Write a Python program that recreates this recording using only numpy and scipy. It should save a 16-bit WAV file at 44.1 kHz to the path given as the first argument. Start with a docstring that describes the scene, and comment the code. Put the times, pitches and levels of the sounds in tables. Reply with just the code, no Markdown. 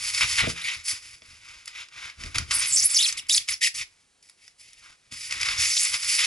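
"""Opening a taped polystyrene box

A foam box is shifted on a wooden floor, a knife slits its packing tape, and hands turn it over.
Skin and blade scrape the foam: noise made of countless tiny slips. Contacts that stick and let go squeal.
Snaps are short noise bursts and thumps are ringing box modes, over a dull rumble of the dragged walls.
A small kitchen adds echoes and a quiet background; two microphone ports pick it all up in stereo."""
import sys
import numpy as np
from scipy import signal
from scipy.fft import rfft, irfft
from scipy.io import wavfile
from scipy.ndimage import uniform_filter1d

SR = 44100
rng = np.random.default_rng(int(sys.argv[2]) if len(sys.argv) > 2 else 0)


def master_out(mix):
    """Clip the mix to full scale and print it as 16-bit PCM to the path in sys.argv[1]."""
    frames = np.transpose(np.atleast_2d(mix))
    ceiling = np.clip(frames, -1, 1)
    pcm = np.round(ceiling * 32767).astype(np.int16)
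    wavfile.write(sys.argv[1], SR, pcm)


N = 276046  # length in samples
T = np.arange(N) / SR  # time in seconds
F = np.maximum(np.arange(N // 2 + 1) * SR / N, 1)  # frequencies in Hz, kept above 0 for the logarithm


def undb(db):
    """Turn decibels into gain."""
    return 10 ** (np.asarray(db) / 20)


def unit(x):
    """Scale to rms 1."""
    return x / np.sqrt(np.mean(x ** 2))


def colour(points, f=F):
    """Read a gain curve from (Hz, dB) points on a log-frequency axis."""
    hz, db = np.transpose(points)
    return undb(np.interp(np.log(f), np.log(hz), db))


def shape(x, gain):
    """Filter by a gain for each frequency."""
    return irfft(rfft(x) * gain, N)


def walk(rate, size=N):
    """Wander randomly with spread 1, taking a new direction `rate` times a second."""
    steps = rng.standard_normal(size)
    return unit(np.interp(np.arange(size) * rate / SR, np.arange(size), steps))


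def add(out, s, x):
    """Mix a short sound in at s seconds."""
    i = max(int(s * SR), 0)
    out[i:i + len(x)] += x[:max(N - i, 0)]


# Strokes of hand, floor or blade on the foam: the box is pushed into place (to 1.2 s), the knife finds
# the seam (to 2.4 s), cuts and saws (to 3.9 s), the holding hand shifts (to 5.1 s), both hands turn the box.
# Each row: start, length, attack and release in seconds, level in dB, low rasp and fine hiss in dB
# relative to that level, wall rumble in dB. All levels are before the trims in scrape() and flexing().
STROKES = [(-0.056, 0.23, 0.1, 0.033, -37, -13, 6.0, -54), (0.114, 0.15, 0.039, 0.16, -34, -14.5, 4, -57),
           (0.204, 0.046, 0.0084, 0.0091, -24.5, -11, -5, -43.5),
           (0.271, 0.13, 0.043, 0.021, -32, -13.5, 4, -50),
           (0.369, 0.044, 0.021, 0.025, -23.5, -12, -17, -41),
           (0.416, 0.025, 0.012, 0.023, -27.5, -6, -7, -34),
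           (0.476, 0.035, 0.0093, 0.012, -34, -10.1, 3.5, -35),
           (0.526, 0.093, 0.062, 0.032, -35.5, -10, -3, -61),
           (0.632, 0.065, 0.019, 0.029, -29, -17.5, -5.5, -56.5),
           (0.691, 0.048, 0.036, 0.044, -36, -11, 0.9, -51.5),
           (0.829, 0.057, 0.093, 0.021, -30.5, -15, 9.5, -57),
           (0.903, 0.037, 0.019, 0.045, -42.5, -11.5, 4.5, -59),
           (1.009, 0.13, 0.016, 0.039, -51.5, -13.1, 4, -64),
           (1.156, 0.11, 0.18, 0.16, -52, -9.5, 2.2, -61.5),
           (1.378, 0.14, 0.15, 0.1, -48.5, -9.5, 0, -61.5),
           (1.67, 0.02, 0.0044, 0.032, -47.5, -10.5, 1, -65),
           (1.705, 0.11, 0.073, 0.024, -39, -12, -3, -64), (1.854, 0.2, 0.25, 0.037, -38, -7, -2, -55),
           (2.135, 0.12, 0.17, 0.056, -42, -7, 1.5, -43.5),
           (2.342, 0.022, 0.0076, 0.02, -30, -9, -0.5, -43),
           (2.384, 0.023, 0.0032, 0.028, -39, -6, -0.5, -41.5),
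           (2.441, 0.066, 0.062, 0.024, -50, -11, 2.5, -51),
           (2.5, 0.056, 0.016, 0.063, -30, -7.5, 4.5, -46.5),
           (2.547, 0.12, 0.1, 0.033, -30, -15.5, 3, -49.5),
           (2.662, 0.19, 0.06, 0.039, -37.5, -15.8, 10, -55.5),
           (2.869, 0.23, 0.051, 0.016, -34, -16, 6, -63),
           (3.103, 0.044, 0.017, 0.073, -43.5, -11, -16, -55.5),
           (3.165, 0.024, 0.018, 0.0067, -35, -32, 5.5, -58),
           (3.283, 0.089, 0.015, 0.011, -37.5, -15.5, 12, -65.5),
           (3.376, 0.023, 0.008, 0.032, -42.5, -20, 3.5, -51.5),
           (3.472, 0.058, 0.021, 0.015, -33.5, -16, 4, -51),
           (3.603, 0.07, 0.029, 0.0094, -24.5, -30, 4, -58.5),
           (3.736, 0.059, 0.011, 0.01, -41.5, -17.1, 8, -61),
           (3.766, 0.062, 0.034, 0.0077, -35.5, -18, 1, -60.5),
           (3.848, 0.16, 0.017, 0.048, -70.5, -9.7, 3.5, -75.7),
           (4.221, 0.059, 0.009, 0.038, -65.5, -24, 7.1, -85.3),
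           (4.32, 0.13, 0.14, 0.055, -61, -20, 3.5, -79.5),
           (4.573, 0.046, 0.035, 0.035, -57.5, -22, 6, -76),
           (4.62, 0.187, 0.041, 0.12, -58.5, -18.5, 3, -70),
           (4.788, 0.12, 0.06, 0.032, -56.5, -4, 0.5, -67),
           (4.976, 0.15, 0.075, 0.039, -68.5, -10, -1, -70.8),
           (5.106, 0.058, 0.019, 0.017, -45.5, -13.5, 4.5, -54.5),
           (5.154, 0.13, 0.03, 0.027, -43.5, -18.5, 6, -62.5),
           (5.287, 0.098, 0.019, 0.025, -38, -11.5, 1.5, -58),
           (5.391, 0.2, 0.015, 0.015, -32, -10.5, 0.5, -51),
           (5.567, 0.071, 0.052, 0.073, -27, -15.4, 5, -52), (5.653, 0.15, 0.024, 0.17, -35, -19.5, 8, -66),
           (5.814, 0.054, 0.011, 0.0084, -29, -17.0, 1, -77),
           (5.852, 0.1, 0.12, 0.029, -31.5, -11.5, 2, -55.5),
           (5.992, 0.095, 0.039, 0.018, -37.6, -12.5, 6, -58.2),
           (6.065, 0.11, 0.023, 0.037, -31, -18, 7.5, -62.5),
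           (6.154, 0.092, 0.056, 0.028, -23.5, -16, 0.9, -59)]


def strokes(swell_power=2.06, air_follow=0.84):
    """Every stroke swells, holds and dies away; returns the strength of rasp, middle, hiss, air and rumble."""
    t, power = T[::40], 0  # a coarse time grid is enough for slow swells
    for start, length, attack, release, db, rasp, hiss, rumble in STROKES:
        rise = np.clip((t - start) / max(attack, .002), 0, 1)
        swell = np.sin(np.pi / 2 * rise) ** swell_power  # a higher power sets in more softly
        fade = np.exp(-np.maximum(t - start - length, 0) / release)
        air = hiss * (1 + air_follow)  # the topmost band exaggerates the hiss
        bands = undb([db + rasp, db, db + hiss, db + air, rumble])
        power = power + np.outer(bands, swell * fade) ** 2
    return [np.interp(T, t, np.sqrt(p)) for p in power]


# What the foam walls radiate best.
# Each row: centre in Hz, width in Hz, boost in dB.
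RESONANCES = [(2227, 360, 3), (1390, 160, 0), (3380, 740, 2.5), (4950, 760, 6.5), (10585, 330, 10.5)]


def panels():
    """Foam walls have broad, well damped resonances that boost nearby frequencies."""
    return undb(sum(db / (1 + (2 * (F - hz) / width) ** 2) for hz, width, db in RESONANCES))


# Tone colour of the foam, shared by scrapes and snaps.
# Each row: frequency in Hz, relative level per Hz in dB.
FOAM_COLOUR = [(180, -46.5), (330, -24.5), (450, -29.5), (760, -22.5), (1240, -7.5), (1750, -7), (2200, 1),
               (3950, -6.5), (4970, 0.5), (7390, -3.5), (8220, -9.5), (10500, -7.5), (11000, -11),
               (11500, -39.5), (15000, -61), (22000, -120)]


def scrape(rasp, middle, hiss, air, spread_db=0.5, patchy_db=1.66, chatter_db=-0.02,
           rasp_db=1.13, middle_db=0.3, hiss_db=-1.5, air_db=-10.5):
    """Dense micro-slips over the foam beads, bunched by the unsteady hand, sound as four bands of noise."""
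    slips = rng.standard_normal(N) * (rng.random(N) < .3)  # three samples in ten hold a slip
    slips = slips * undb(spread_db * rng.standard_normal(N))
    slips = slips * undb(patchy_db * walk(70) + chatter_db * walk(520))
    foam = rfft(slips) * colour(FOAM_COLOUR) * panels()
    # lowest and highest Hz, strength over time, trim in dB
    zones = [(250, 1700, rasp, rasp_db), (1700, 4200, middle, middle_db),
             (4200, 7500, hiss, hiss_db), (7500, 12000, air, air_db)]
    total = 0
    for lo, hi, strength, db in zones:
        band = irfft(foam * ((F >= lo) & (F < hi)), N)
        total = total + unit(band) * strength * undb(db)
    return total


def stick_slip(hz, rough, jitter=0.14, stray=0.13, flutter_db=2.5, overtone_db=-1.5,
               half_rate=0.14, knee_hz=5500):
    """One contact sticks and lets go thousands of times a second; the rougher, the more its rate strays."""
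    wobble, flutter, drift = (walk(rate, size=SR // 2)[:len(hz)] for rate in (2200, 450, 160))
    wandering_hz = hz * (1 + rough * (jitter * wobble + stray * drift))
    phase = 2 * np.pi * np.cumsum(wandering_hz) / SR
    # overtones are strong when slips are slow and weak when they are fast
    wave = np.sin(phase)
    for k in range(2, 7):
        gain = undb(overtone_db) / np.hypot(1, k * hz / knee_hz)
        wave = wave + gain * (k * hz < SR / 3) * np.sin(k * phase)
    # rough contact alternates strong and weak slips
    wave = wave * (1 + half_rate * rough * np.sin(phase / 2))
    return unit(wave * undb(flutter_db * rough * flutter))


# Stick-slip squeals, each one bent glide.
# Each row: start and length in seconds, level in dB before the level_db trim and the panel boost,
# central slip rate in Hz at start, middle and end, roughness (0 is smooth, about 1 very rough).
SQUEAL_GLIDES = [ (0.601, 0.041, -39.5, 2550, 3700, 6300, .1), (0.64, 0.0502, -33, 2192, 2350, 2000, .3),
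                 (2.534, 0.038, -25.5, 8500, 9900, 9200, 0.5), (2.584, 0.024, -23.5, 8800, 9500, 8400, .35),
                 (2.663, 0.051, -28, 10600, 9000, 7800, 0.65),
                 (2.723, 0.042, -17.5, 8000, 7550, 8300, 0.36), (2.761, 0.046, -19, 5900, 5970, 7100, 0.63),
                 (2.822, 0.057, -19.5, 5000, 9500, 12400, .35),
                 (2.901, 0.041, -26, 7500, 10400, 7700, 0.38),
                 (2.944, 0.051, -18.5, 6800, 4900, 6900, 0.53), (2.986, 0.045, -21, 3100, 3700, 2900, 0.4),
                 (3.024, .043, -21, 4500, 4300, 2800, 0.5), (3.067, 0.026, -24, 5300, 7700, 3300, 0.47),
                 (3.184, 0.02, -33, 4500, 2950, 2500, 0.29), (3.296, .031, -22.5, 2993, 3830, 3800, 0.4),
                 (3.321, 0.032, -19.5, 6800, 6700, 3800, 0.77), (3.355, .028, -19, 8500, 6900, 2400, 0.8),
                 (3.489, 0.009, -24, 2600, 2160, 2230, 0.48), (3.501, 0.012, -29, 5800, 11000, 11000, 0.6),
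                 (3.522, .022, -29.5, 5280, 6300, 5100, 0.48), (3.616, 0.032, -28, 1887, 1900, 2100, .2),
                 (3.645, 0.031, -23.5, 2883, 2750, 1740, 0.2), (5.578, 0.22, -28, 5400, 6200, 5700, 0.69),
                 (5.765, 0.09, -23, 6000, 7400, 8100, 1.11)]


def squeals(level_db=-2.0, second_db=1.0, edge_s=0.001):
    """Two contacts, like the faces of the blade, squeal along each glide; returns sound and grip."""
    out, grip = np.zeros(N), np.zeros(N)
    for start, length, db, *glide_hz, rough in SQUEAL_GLIDES:
        t = np.arange(0, length, 1 / SR)
        hz = np.interp(t, [0, length / 2, length], glide_hz)
        wave = stick_slip(hz, rough) + undb(second_db) * stick_slip(hz, rough)
        gate = np.clip(np.minimum(t, length - t) / edge_s, 0, 1)
        add(out, start, unit(wave) * undb(db + level_db) * gate)
        add(grip, start, gate * (1 - .5 * rough))
    return shape(out, panels()), uniform_filter1d(grip, SR // 200)  # grip smoothed over 5 ms


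# Tape and foam beads snapping free.
# Each row: time in seconds, burst peak in dB before the level_db trim and the foam colour,
# treble in dB relative to the middle.
SNAP_TIMES = [(.147, -18, 12), (0.179, -1, -12), (.209, 2.5, -29), (0.385, 0, -14), (.404, 0.5, -17),
              (1.152, -34, -12), (1.22, -23.5, -24), (1.657, -30.5, 7), (1.678, -16, -2.5),
              (1.886, -26, -8), (2.099, -18.5, -12), (2.237, -11, -12), (2.261, -20, -12),
              (2.347, -19.5, -2), (2.357, -5.5, -5), (2.383, -2.5, -4.5), (2.51, -1.5, -8),
              (3.126, -14, 6.5), (3.173, -26.5, 7), (3.268, -31.5, -2), (3.296, -13.5, 16), (3.487, -5, -3),
              (3.749, -24, 7), (4.227, -47, 12), (4.289, -40, -1), (4.297, -33.5, 1.5), (4.479, -26, -2),
              (4.61, -39.5, 10), (4.732, -34, 6.5), (5.123, -18.5, -3), (5.31, -10, -6), (5.324, -7, -4),
              (5.413, -13, 4), (5.431, -3, -8), (5.487, 1.5, -26), (5.942, -3, -20)]


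def snaps(level_db=-4.5, split_hz=4200, t60_s=0.021):
    """Each snap is a burst of tiny fractures, noise that falls by 60 dB in t60_s."""
    middle, treble, t = np.zeros(N), np.zeros(N), T[:SR // 8]
    for s, db, treble_db in SNAP_TIMES:
        burst = rng.standard_normal(len(t)) * undb(-60 * t / t60_s)
        burst *= undb(db + level_db) / np.abs(burst).max()
        add(middle, s, burst)
        add(treble, s, burst * undb(treble_db))
    low = 1 / (1 + (F / split_hz) ** 4)
    body = 1.73 * colour(FOAM_COLOUR) * panels()
    return shape(middle, body * low) + shape(treble, body * (1 - low))


# Knocks of the box on floor and hands.
# Each row: time in seconds, peak in dB before the level_db trim, corner of the blow in Hz.
KNOCKS = [(0.423, -33, 70), (0.436, -28.5, 450), (0.471, -21, 520), (.765, -47, 70), (1.219, -53.5, 900),
          (1.282, -53.5, 100), (2.241, -36.5, 101), (2.264, -49.5, 90), (2.363, -33.5, 100.3),
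          (2.395, -27, 100.2), (5.119, -43, 262), (5.43, -49, 100), (5.585, -34, 100)]
# Ways in which box and floor ring together.
# Each row: frequency in Hz, level in dB, time to fall by 60 dB in seconds.
BOX_MODES = [(75.4, -3, 0.29), (118.4, -3.5, 0.2), (167.4, -8, 0.41), (240, -4.5, 0.15), (331, -10.5, 0.22),
             (431, -15.5, 0.27), (485, -10.5, 0.17), (642, -6.5, 0.15)]


def thumps(level_db=0.5, dead_share=0.83, dead_t60=0.064):
    """Blows ring the hollow box; a soft one, with a low corner, reaches only its lowest modes."""
    out, t = np.zeros(N), T[:SR // 2]
    for s, db, corner_hz in KNOCKS:
        ring = 0
        for k, (hz, mode_db, t60) in enumerate(BOX_MODES):
            strength = undb(mode_db) / np.hypot(1, (hz / corner_hz) ** 3)
            # part of each mode, more of the high ones, is smothered by the contact
            dead = dead_share * hz / 100 * undb(-60 * t / dead_t60)
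            decay = undb(-60 * t / t60) + dead
            ring = ring + strength * np.sin(2 * np.pi * hz * t) * (-1) ** k * decay
        add(out, s, ring * undb(db + level_db) / np.abs(ring).max())
    return out


# Tone colour of the rumbling walls.
# Each row: frequency in Hz, relative level per Hz in dB.
WALL_COLOUR = [(13, -43), (22, -8.5), (50, -1.5), (81, 0), (127, -5.5), (162, -15), (200, -15), (320, -18),
               (400, -23), (532, -28), (700, -24.5), (910, -44.5), (1540, -120)]


def flexing(rumble, level_db=0.5, uneven_db=3.5):
    """The dragged walls rumble under the hands as low, uneven noise."""
    noise = rng.standard_normal(N) * undb(uneven_db * walk(30))
    return unit(shape(noise, colour(WALL_COLOUR))) * rumble * undb(level_db)


def kitchen(x, near_db=-7.5, near_t60=0.028, scatter_hz=2800, room_db=-11.5, room_t60=0.19):
    """Box edges and hands scatter the treble to both ports alike; the room's short tail is diffuse."""
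    t = T[:SR // 2]
    near = rng.standard_normal(len(t)) * undb(-60 * t / near_t60) * (t > .0005)
    highpass = signal.butter(2, scatter_hz, "high", fs=SR, output="sos")
    near = signal.sosfilt(highpass, near)
    tail = rng.standard_normal((2, len(t))) * undb(-60 * t / room_t60) * (t > .006)
    near_echo = undb(near_db) * near / np.linalg.norm(near)
    room_echo = undb(room_db) * tail / np.linalg.norm(tail[0])
    echo = near_echo + room_echo
    wet = signal.fftconvolve(x[None], echo, axes=1)[:, :N]
    return (x + wet) / np.sqrt(1 + np.sum(echo[0] ** 2))  # make up for the added energy


# Tone colour of the quiet background.
# Each row: frequency in Hz, relative level per Hz in dB.
QUIET_COLOUR = [(15, -32.5), (25, -2.5), (221, -9), (330, -10), (529, -12), (720, -12.5), (1000, -12),
                (5190, -10.5), (10600, -14), (11500, -26.5), (15000, -61), (22000, -120)]


def background(level_db=-67.0):
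    """A steady, faint noise lies under everything, the same in both ports."""
    return unit(shape(rng.standard_normal(N), colour(QUIET_COLOUR))) * undb(level_db)


def scene(grip_db=-3.5):
    """All the handling sounds in the room; a squealing contact scrapes less."""
    squeal, grip = squeals()
    rasp, middle, hiss, air, rumble = strokes()
    scraping = scrape(rasp, middle, hiss, air) * undb(grip_db * grip)
    handling = scraping + squeal + snaps() + thumps() + flexing(rumble)
    return kitchen(handling) + background()


# Difference between the two microphone ports.
# Each row: frequency in Hz, side relative to mid in dB before the ports_db trim.
PORT_SIDES = [(60, -21), (110, -12), (190, -4.5), (350, 1), (620, 4.5), (1120, -2.5), (2010, 1.5),
              (3610, -8), (6480, -9), (11600, -5.5)]
# Loudness balance of the ports.
# Each row: frequency in Hz, left minus right in dB.
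PORT_BALANCE = [(60, -2), (110, 0.5), (190, 0.5), (350, -0.5), (620, -1), (1120, -1), (2010, 1.5),
                (3610, 0.5), (6480, -1.5), (11600, -1.0)]


def record(dry, ports_db=-2.0, top_hz=11200):
    """The left port leads the right in phase, each has its own colour, and the top is cut steeply."""
    sides = np.array([[1], [-1]])  # left, right
    lead = 1 + 1j * colour(PORT_SIDES) * undb(ports_db) * sides
    ports = lead * colour(PORT_BALANCE) ** (sides / 2)
    lowpass = signal.ellip(10, .2, 70, top_hz, fs=SR, output="sos")
    return signal.sosfilt(lowpass, shape(dry, ports))


dry = scene()
out = record(dry)
master_out(out)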